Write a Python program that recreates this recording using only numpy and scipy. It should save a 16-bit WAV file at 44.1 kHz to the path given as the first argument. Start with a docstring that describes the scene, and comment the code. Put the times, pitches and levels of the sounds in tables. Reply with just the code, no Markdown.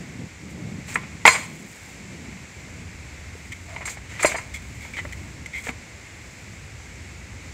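"""A tossed plank lands on a scrap pile with a double clack that overloads a small, close microphone.
The blows make the wood ring and shake a loose metal fitting, which jingles.
Then a gloved hand scrapes and knocks other boards. Splinters and dry leaves crackle,
a far bird calls once, and the walls of the yard add a faint echo.
Behind it all are a low rumble, a rustling sleeve and a steady hiss."""
import sys
import numpy as np
from scipy import signal
from scipy.fft import rfft, irfft
from scipy.io import wavfile

SR = 44100
rng = np.random.default_rng(int(sys.argv[2]) if len(sys.argv) > 2 else 0)


def log_audio(samples):
    """Write samples as a 16-bit WAV file to the path given in sys.argv[1]."""
    # one column per channel
    frames = np.atleast_2d(samples).T
    # limit to full scale, then quantise
    limited = np.clip(frames, -1, 1)
    pcm = np.round(limited * 32767).astype(np.int16)
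    wavfile.write(sys.argv[1], SR, pcm)


N = 332324
TIME = np.arange(N) / SR  # seconds through the whole scene
AGE = TIME[:SR // 2]  # seconds since one short sound began

# The tones of a bending plank. A fade time is how long a sound takes to drop by 60 dB.
# columns: pitch_hz, level_db, fade_s
PLANK_TONES = [(460, -6, .08), (530, -9, .06), (660, -10, .05), (770, -5, .08), (916, -3, .07),
               (996, -3, .09), (1040, -9, .18), (1163, -9, .15), (1325, -3, .07), (1486, -11, .13),
               (1637, -9, .05), (1757, -9, .08), (1900, -9, .09), (2035, -10, .12), (2146, -7, .09),
               (2256, -16, .2), (2430, -13, .13), (2685, -13, .1), (2948, -11, .1), (3240, -12, .08)]
# Blows of wood on wood; the faint rows at 1.034 s and 1.3463 s are echoes of the loud hits returning from the
# yard walls. The scuff is how long the boards grind together. # columns: start_s, level_db, pitch_hz,
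# brightness_hz, scuff_s
KNOCKS = [(.956, -7.5, 1350, 2150, 0.0014), (1.034, -31.5, 1400, 2600, 0.0031),
          (1.2532, 4.5, 880, 2360, .0012), (1.264, -10.5, 750, 3000, 0.0056),
          (1.2763, 1.5, 1030, 3800, 0.00088), (1.279, -2, 997, 1850, .003), (1.285, -10, 1320, 2050, .006),
          (1.3463, -18, 1130, 2200, 0.014), (3.351, -38.5, 446, 1000, .001),
          (3.7624, -24, 890, 2640, .0016), (3.808, -31.5, 780, 2300, 0.024),
          (3.8553, -27.5, 1200, 3800, .001), (3.876, -25.5, 1140, 2300, .008),
          (3.971, -33, 796, 2300, .005), (4.194, -23.5, 1310, 2900, 0.0089),
          (4.2305, -16, 1230, 2290, 0.012), (4.2463, -6.5, 617, 2080, .004),
          (4.252, -16, 990, 1950, 0.0032), (4.3178, -22.5, 800, 2600, .005),
          (4.3438, -22.5, 670, 2130, 0.016), (4.3825, -27.5, 900, 2820, 0.0077),
          (4.8498, -32.5, 770, 3000, 0.0045), (4.9866, -25, 806, 3200, .001),
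          (5.0504, -29.5, 580, 2170, 0.0035), (5.668, -25.5, 470, 3100, .002),
          (5.685, -25.5, 745, 2300, .003), (5.691, -23.5, 245, 3720, 0.0023)]


def knocks(tones_db=-16, rattle_db=-7, crack_db=-2, crack_fade_s=0.021, note_cycles=22):
    """Each blow cracks where it lands, rings the plank, and rattles and thumps the pile below."""
    tone_hz, tone_db, tone_fade_s = np.transpose(PLANK_TONES)[:, :, None]
    signs = (-1) ** np.arange(len(tone_hz))[:, None]
    tones = signs * gain(tone_db) * np.sin(2 * np.pi * tone_hz * AGE)
    out = np.zeros(N)
    for start_s, level_db, pitch_hz, brightness_hz, scuff_s in KNOCKS:
        rattle_fade_s = 0.032 + 13 * scuff_s  # a longer scuff rattles longer
        dying = fade(tone_fade_s * np.sqrt(rattle_fade_s / 0.054))  # and lets the board ring longer
        shares = gain(3 * rng.standard_normal(len(tone_hz)))  # each spot favours different tones
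        plank = gain(tones_db) * (shares @ (tones * dying))
        note_db = 1.5 - 13 * max(np.log2(brightness_hz / 1980), 0)  # sharp blows hide the hollow note
        note = gain(note_db) * np.sin(2 * np.pi * pitch_hz * AGE) * fade(note_cycles / pitch_hz)
        loudness = gain(rattle_db) * fade(rattle_fade_s) + gain(crack_db) * fade(crack_fade_s)
        loudness = np.interp(AGE - scuff_s, AGE, loudness)  # stays up until the scuff ends
        clatter = loudness * rng.standard_normal(len(AGE))
        blow = keep_side(plank + note + clatter, 0.74 * pitch_hz, "high")  # narrow boards lack bass
        blow += pile_thud(level_db, pitch_hz)
        blow = keep_side(blow, brightness_hz, "low", order=3)  # a soft contact sounds dull
        add(out, start_s, gain(level_db) * blow)
        add(out, start_s, pile_shudder(level_db))
    return out


def pile_thud(blow_db, board_hz, thud_hz=135, fade_s=0.069):
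    """The pile thumps under a blow; low-pitched boards shake it most."""
    thud = normalize(resonance(rng.standard_normal(len(AGE)), thud_hz, 0.88)) * fade(fade_s)
    share_db = -17 - 0.19 * blow_db  # the pile gives way under hard blows
    return gain(share_db) * thud * thud_hz / board_hz


def pile_shudder(blow_db, low_hz=850, high_hz=3460, fade_s=0.47):
    """Loose boards keep shaking after a blow, far more after a hard one."""
    shudder = keep_side(rng.standard_normal(len(AGE)), low_hz, "high")
    shudder = keep_side(shudder, high_hz, "low", order=3)
    share_db = -21.5 + 0.67 * blow_db
    return gain(blow_db + share_db) * shudder * fade(fade_s)


# The tones of the metal fitting when it is free to ring.
# columns: pitch_hz, level_db, fade_s
METAL_TONES = [(4156, -7, .3), (4247, 3, .2), (4867, 1, .22), (5480, -14, .2), (6010, -10, .3),
               (6570, -8, .33), (6885, -13, .25), (7120, -10, .35), (7490, -5, .25), (8120, -4, .2),
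               (8366, -5, .33), (9350, -15, .2), (10020, -7, .2), (10290, -4, .25), (10450, -5, .25),
               (10880, -8, .28), (12350, -12, .3), (12750, -14, .35), (14700, -14, .3), (15280, -10, .25)]
# Jolts that shake the fitting. Freedom runs from 0 (pinched tight) to 1 (free).
# columns: start_s, level_db, freedom
JOLTS = [(.94, -18, 0.29), (1.26, 2, 0.22), (1.269, -10.5, 1), (1.322, -18.5, 0.97), (1.429, -27.5, 0.46),
         (3.853, -19.5, 0.42), (3.894, -21.5, 0.44), (4.2262, -5, 0.23), (4.253, -10.5, 0.53),
         (4.361, -26, 0.7)]


def metal_fitting(trim_db=-9, rise_s=0.0031, chatter_depth=0.64, chatter_hz=25,
                  buzz_db=-5, buzz_fade_s=0.59, pinched_hz=8600, free_hz=3500):
    """Thin, loose metal rings after each jolt and chatters against the wood that holds it."""
    hz, tone_db, fade_s = np.transpose(METAL_TONES)[:, :, None]
    out = np.zeros(N)
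    for start_s, level_db, freedom in JOLTS:
        low_hz = pinched_hz * (free_hz / pinched_hz) ** freedom  # freer metal reaches lower tones
        strength = gain(tone_db) / np.sqrt(1 + (low_hz / hz) ** 8)
        phase = rng.uniform(0, 2 * np.pi, hz.shape)
        tones = np.exp(1j * (2 * np.pi * hz * AGE + phase))
        jitter = normalize(keep_side(rng.standard_normal((2, len(hz), len(AGE))), chatter_hz, "low"))
        chatter = 1 + chatter_depth * (jitter[0] + 1j * jitter[1])  # repeated taps upset each tone
        ring = (strength * chatter * fade(fade_s * freedom) * tones).real.sum(0)
        buzz = keep_side(rng.standard_normal(len(AGE)), low_hz, "high")
        buzz *= gain(buzz_db) * fade(buzz_fade_s * freedom)
        rise = 1 - np.exp(-AGE / rise_s)
        add(out, start_s, gain(level_db + trim_db) * (ring + buzz) * rise)
    return out


# Slides of wood or glove over rough grain.
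# columns: start_s, length_s, level_db, squeak_hz, squeak_db, treble_db
SCRAPES = [(.876, 0.095, -37, 2200, -10, -4.5), (3.518, 0.018, -35, 2100, 21, 8),
           (3.675, 0.16, -44.5, 678, 19.5, -11), (3.849, .1, -35.5, 2180, -11, 0),
           (4.087, .2, -42.5, 1950, 6, -10), (4.192, .15, -31, 2170, -18, -7),
           (4.538, 0.037, -33, 2190, 14.5, 10), (4.8, 0.1, -44, 2240, 14, 5),
           (4.931, 0.055, -42.5, 2300, 13, -7), (4.964, 0.044, -34.5, 1990, 19, -8),
           (5.123, 0.012, -34, 2030, 18, 10), (5.4594, 0.01, -35, 2040, 16, 4),
           (5.529, 0.078, -37.5, 2155, 22, -1), (5.635, 0.073, -36, 2220, -1, 2)]


def scrapes(trim_db=-1, slips_per_s=5000, sharpness=12, overtone_ratio=1.51, overtone_db=-7.5):
    """Wood fibres catch and slip in quick ticks; the board rings with them in a dry squeak."""
    out = np.zeros(N)
    for start_s, length_s, level_db, squeak_hz, squeak_db, treble_db in SCRAPES:
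        slips = normalize(random_ticks(len(AGE), slips_per_s, spread_db=4))
        slips = keep_side(slips, hz=700, side="high", order=1)
        treble = keep_side(slips, hz=4500, side="high", order=1)
        slips += (gain(treble_db) - 1) * treble
        progress = AGE / length_s
        stroke = np.clip(10 * progress, 0, 1) * np.exp(-0.14 * progress - progress ** 6)  # rise, sag, stop
        rub = slips * stroke
        squeak = resonance(rub, squeak_hz, sharpness)
        squeak += gain(overtone_db) * resonance(rub, overtone_ratio * squeak_hz, sharpness)
        scrape = rub + gain(squeak_db) * squeak
        average_level = np.sqrt(np.sum(scrape ** 2) / (length_s * SR))
        add(out, start_s, gain(level_db + trim_db) * scrape / average_level)
    return out


# Spells of crackling from disturbed splinters and dry leaves.
# columns: start_s, length_s, level_db
CRACKLES = [(.49, .05, -45), (.87, .08, -40), (1.48, .5, -44), (3.3, .4, -49.5), (4.38, 1, -48.5),
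            (5.54, .17, -41.5), (6.1, .6, -54)]


def litter(ticks_per_s=600, treble_db=9):
    """Splinters and dry leaves give way in tiny random ticks."""
    ticks = keep_side(random_ticks(N, ticks_per_s, spread_db=3), hz=1800, side="high", order=1)
    treble = gain(treble_db) * keep_side(ticks, hz=7000, side="high")
    return normalize(ticks + treble) * swells(CRACKLES, shape=0.37)


def bird(start_s=6.77, length_s=0.115, from_hz=5950, to_hz=7300, level_db=-55):
    """A far bird gives one thin whistle that holds its note, then slides up."""
    progress = np.clip((TIME - start_s) / length_s, 0, 1)
    pitch_hz = from_hz + (to_hz - from_hz) * progress ** 2.5
    whistle = np.sin(2 * np.pi * np.cumsum(pitch_hz) / SR)
    return whistle * swells([(start_s, length_s, level_db)], shape=0.5)


# How long low and high sounds linger in the yard.
# columns: pitch_hz, fade_s
YARD_FADES = [(150, 0.65), (1000, 0.5), (2200, 0.49), (5000, 0.6), (12000, 0.054)]


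def yard_echo(sound, scatter_db=-22, build_s=0.007, echo_db=-32, echo_s=0.061):
    """Sound scatters off the pile and walls, and one faint echo returns from the far wall."""
    hz, seconds, bands = signal.stft(rng.standard_normal(len(AGE)), SR, nperseg=256)
    dying = np.exp(-np.log(1000) * seconds / value_at(YARD_FADES, hz)[:, None])
    tail = signal.istft(bands * dying, SR)[1][:len(AGE)]
    tail *= 1 - np.exp(-AGE / build_s)
    tail *= gain(scatter_db) / np.linalg.norm(tail)
    add(tail, echo_s, gain([echo_db]))
    return signal.fftconvolve(sound, tail)[:N]


# The rustle's mix of low and high sound.
# columns: pitch_hz, level_db
RUSTLE_COLOUR = [(40, -40), (100, -6), (180, -0.5), (260, -7), (400, -16.5), (700, -26.5), (1500, -40),
                 (4000, -63)]
# Arm movements that rub the sleeve.
# columns: start_s, length_s, level_db
ARM_MOVES = [(-.03, 0.32, -36), (.4, 0.42, -36), (.78, 0.33, -41), (1.1, 0.61, -43), (1.93, 0.53, -42),
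             (2.52, 0.43, -48), (4.85, 0.64, -48)]


def sleeve_rustle(trim_db=-1, still_db=-52.5, uneven_db=2):
    """Soft handling noise swells each time the arm moves and rubs the sleeve."""
    movement = gain(still_db) + swells(ARM_MOVES, shape=0.48)
    return noise(RUSTLE_COLOUR) * movement * gain(trim_db + uneven_db * wander(rate_hz=9))


# The rumble's mix of low and high sound.
# columns: pitch_hz, level_db
RUMBLE_COLOUR = [(20, -22), (40, -18.5), (64, 2), (100, 0), (160, -11), (300, -17.5), (600, -34.5),
                 (1500, -31), (4000, -66)]
# How loud the rumble is as time passes.
# columns: time_s, level_db
RUMBLE_LEVELS = [(0, -47), (.45, -46), (.7, -42), (1.3, -44), (1.5, -52), (2, -49), (2.55, -46.5),
                 (2.92, -39.5), (3.1, -42.5), (4.6, -41), (5.2, -39), (5.5, -42.5), (6.4, -46), (6.6, -42),
                 (7.54, -41.5)]


def rumble():
    """A low outdoor rumble slowly rises and falls."""
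    return noise(RUMBLE_COLOUR) * gain(np.interp(TIME, *np.transpose(RUMBLE_LEVELS)))


# The hiss's mix of low and high sound.
# columns: pitch_hz, level_db
HISS_COLOUR = [(180, -14), (300, -5), (404, -7.5), (544, -6.5), (600, -9), (892, -9.5), (1220, -11.5),
               (1390, -10), (1780, -6.5), (2170, 0), (3080, -14), (5670, -15), (7500, -10.5), (9150, -26),
               (15500, -37)]


def hiss(level_db=-45, drift_db=0.5):
    """An even hiss whose level barely drifts."""
    return gain(level_db + drift_db * wander(rate_hz=2.5)) * noise(HISS_COLOUR)


# How the microphone's small opening colours the sound.
# columns: pitch_hz, boost_db
MIC_COLOUR = [(100, 10.5), (1300, -1.5), (1750, 2), (2200, 11), (2800, -1.5), (5200, -5.5), (7600, 3),
              (8400, -4), (9200, -11.5), (11000, -14.5), (15000, -16.5)]


def microphone(sound, size=4096):
    """The microphone's opening boosts some pitches and weakens others."""
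    log_gain = np.log(gain(value_at(MIC_COLOUR, abs(np.fft.fftfreq(size, 1 / SR)))))
    response = np.exp(np.conj(signal.hilbert(log_gain)))  # rings after a sound, never before it
    click_response = np.fft.ifft(response).real[:size // 2]
    return signal.oaconvolve(sound, click_response)[:N]


def gain(db):
    """Turns decibels into a number to multiply by."""
    return 10 ** (np.asarray(db) / 20)


def normalize(sound):
    """Scales a sound to an average (rms) level of 1."""
    return sound / np.sqrt(np.mean(sound ** 2) + 1e-20)


def value_at(table, hz):
    """Looks up a pitch in a table, sliding smoothly between rows."""
    pitches, values = np.transpose(table)
    return np.interp(np.log(hz + 1), np.log(pitches), values)


def add(mix, start_s, sound):
    """Mixes a sound in at its start time."""
    part = mix[round(start_s * SR):][:len(sound)]
    part += sound[:len(part)]


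def fade(fade_s):
    """Dies away by 60 dB every fade_s seconds."""
    return np.exp(-np.log(1000) * AGE / fade_s)


def keep_side(sound, hz, side, order=2):
    """Keeps the "low" or "high" side of hz; a higher order cuts more steeply."""
    return signal.sosfilt(signal.butter(order, hz, side, fs=SR, output="sos"), sound)


def resonance(sound, hz, sharpness):
    """Keeps the sound near one pitch; more sharpness rings longer."""
    return signal.lfilter(*signal.iirpeak(hz, sharpness, fs=SR), sound)


def noise(colour):
    """Steady noise with the given mix of low and high sound."""
    weights = gain(value_at(colour, np.fft.rfftfreq(N, 1 / SR)))
    return normalize(irfft(rfft(rng.standard_normal(N)) * weights, N))


def random_ticks(samples, per_s, spread_db):
    """Tiny clicks at random moments, most weak and a few strong."""
    happens = rng.random(samples) < per_s / SR
    size = np.minimum(rng.exponential(1, samples), 3)
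    return happens * gain(spread_db * size) * rng.choice([-1, 1], samples)


def wander(rate_hz):
    """A slow random drift with a typical size of 1."""
    weights = 1 / (1 + (np.fft.rfftfreq(N, 1 / SR) / rate_hz) ** 4)
    return normalize(irfft(rfft(rng.standard_normal(N)) * weights, N))


def swells(rows, shape):
    """One rounded rise and fall per row; a smaller shape gives a flatter top."""
    return sum(gain(level_db) * np.sin(np.pi * np.clip((TIME - start_s) / length_s, 0, 1)) ** shape
               for start_s, length_s, level_db in rows)


def scene():
    """Wood, metal, litter and a bird over the background, the same in both channels."""
    sources = knocks() + scrapes() + metal_fitting() + litter() + bird()
    heard = microphone(sources + yard_echo(sources))
    return np.tile(heard + rumble() + sleeve_rustle() + hiss(), (2, 1))


def record(dry, top_hz=15700):
    """The loudest clacks overload and lose their peaks; then the highest treble is cut."""
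    clipped = np.clip(dry, -1, 1)
    treble_cut = signal.firwin(511, top_hz, window=("kaiser", 9), fs=SR)
    return signal.oaconvolve(clipped, treble_cut[None], "same", axes=1)


dry = scene()
out = record(dry)
log_audio(out)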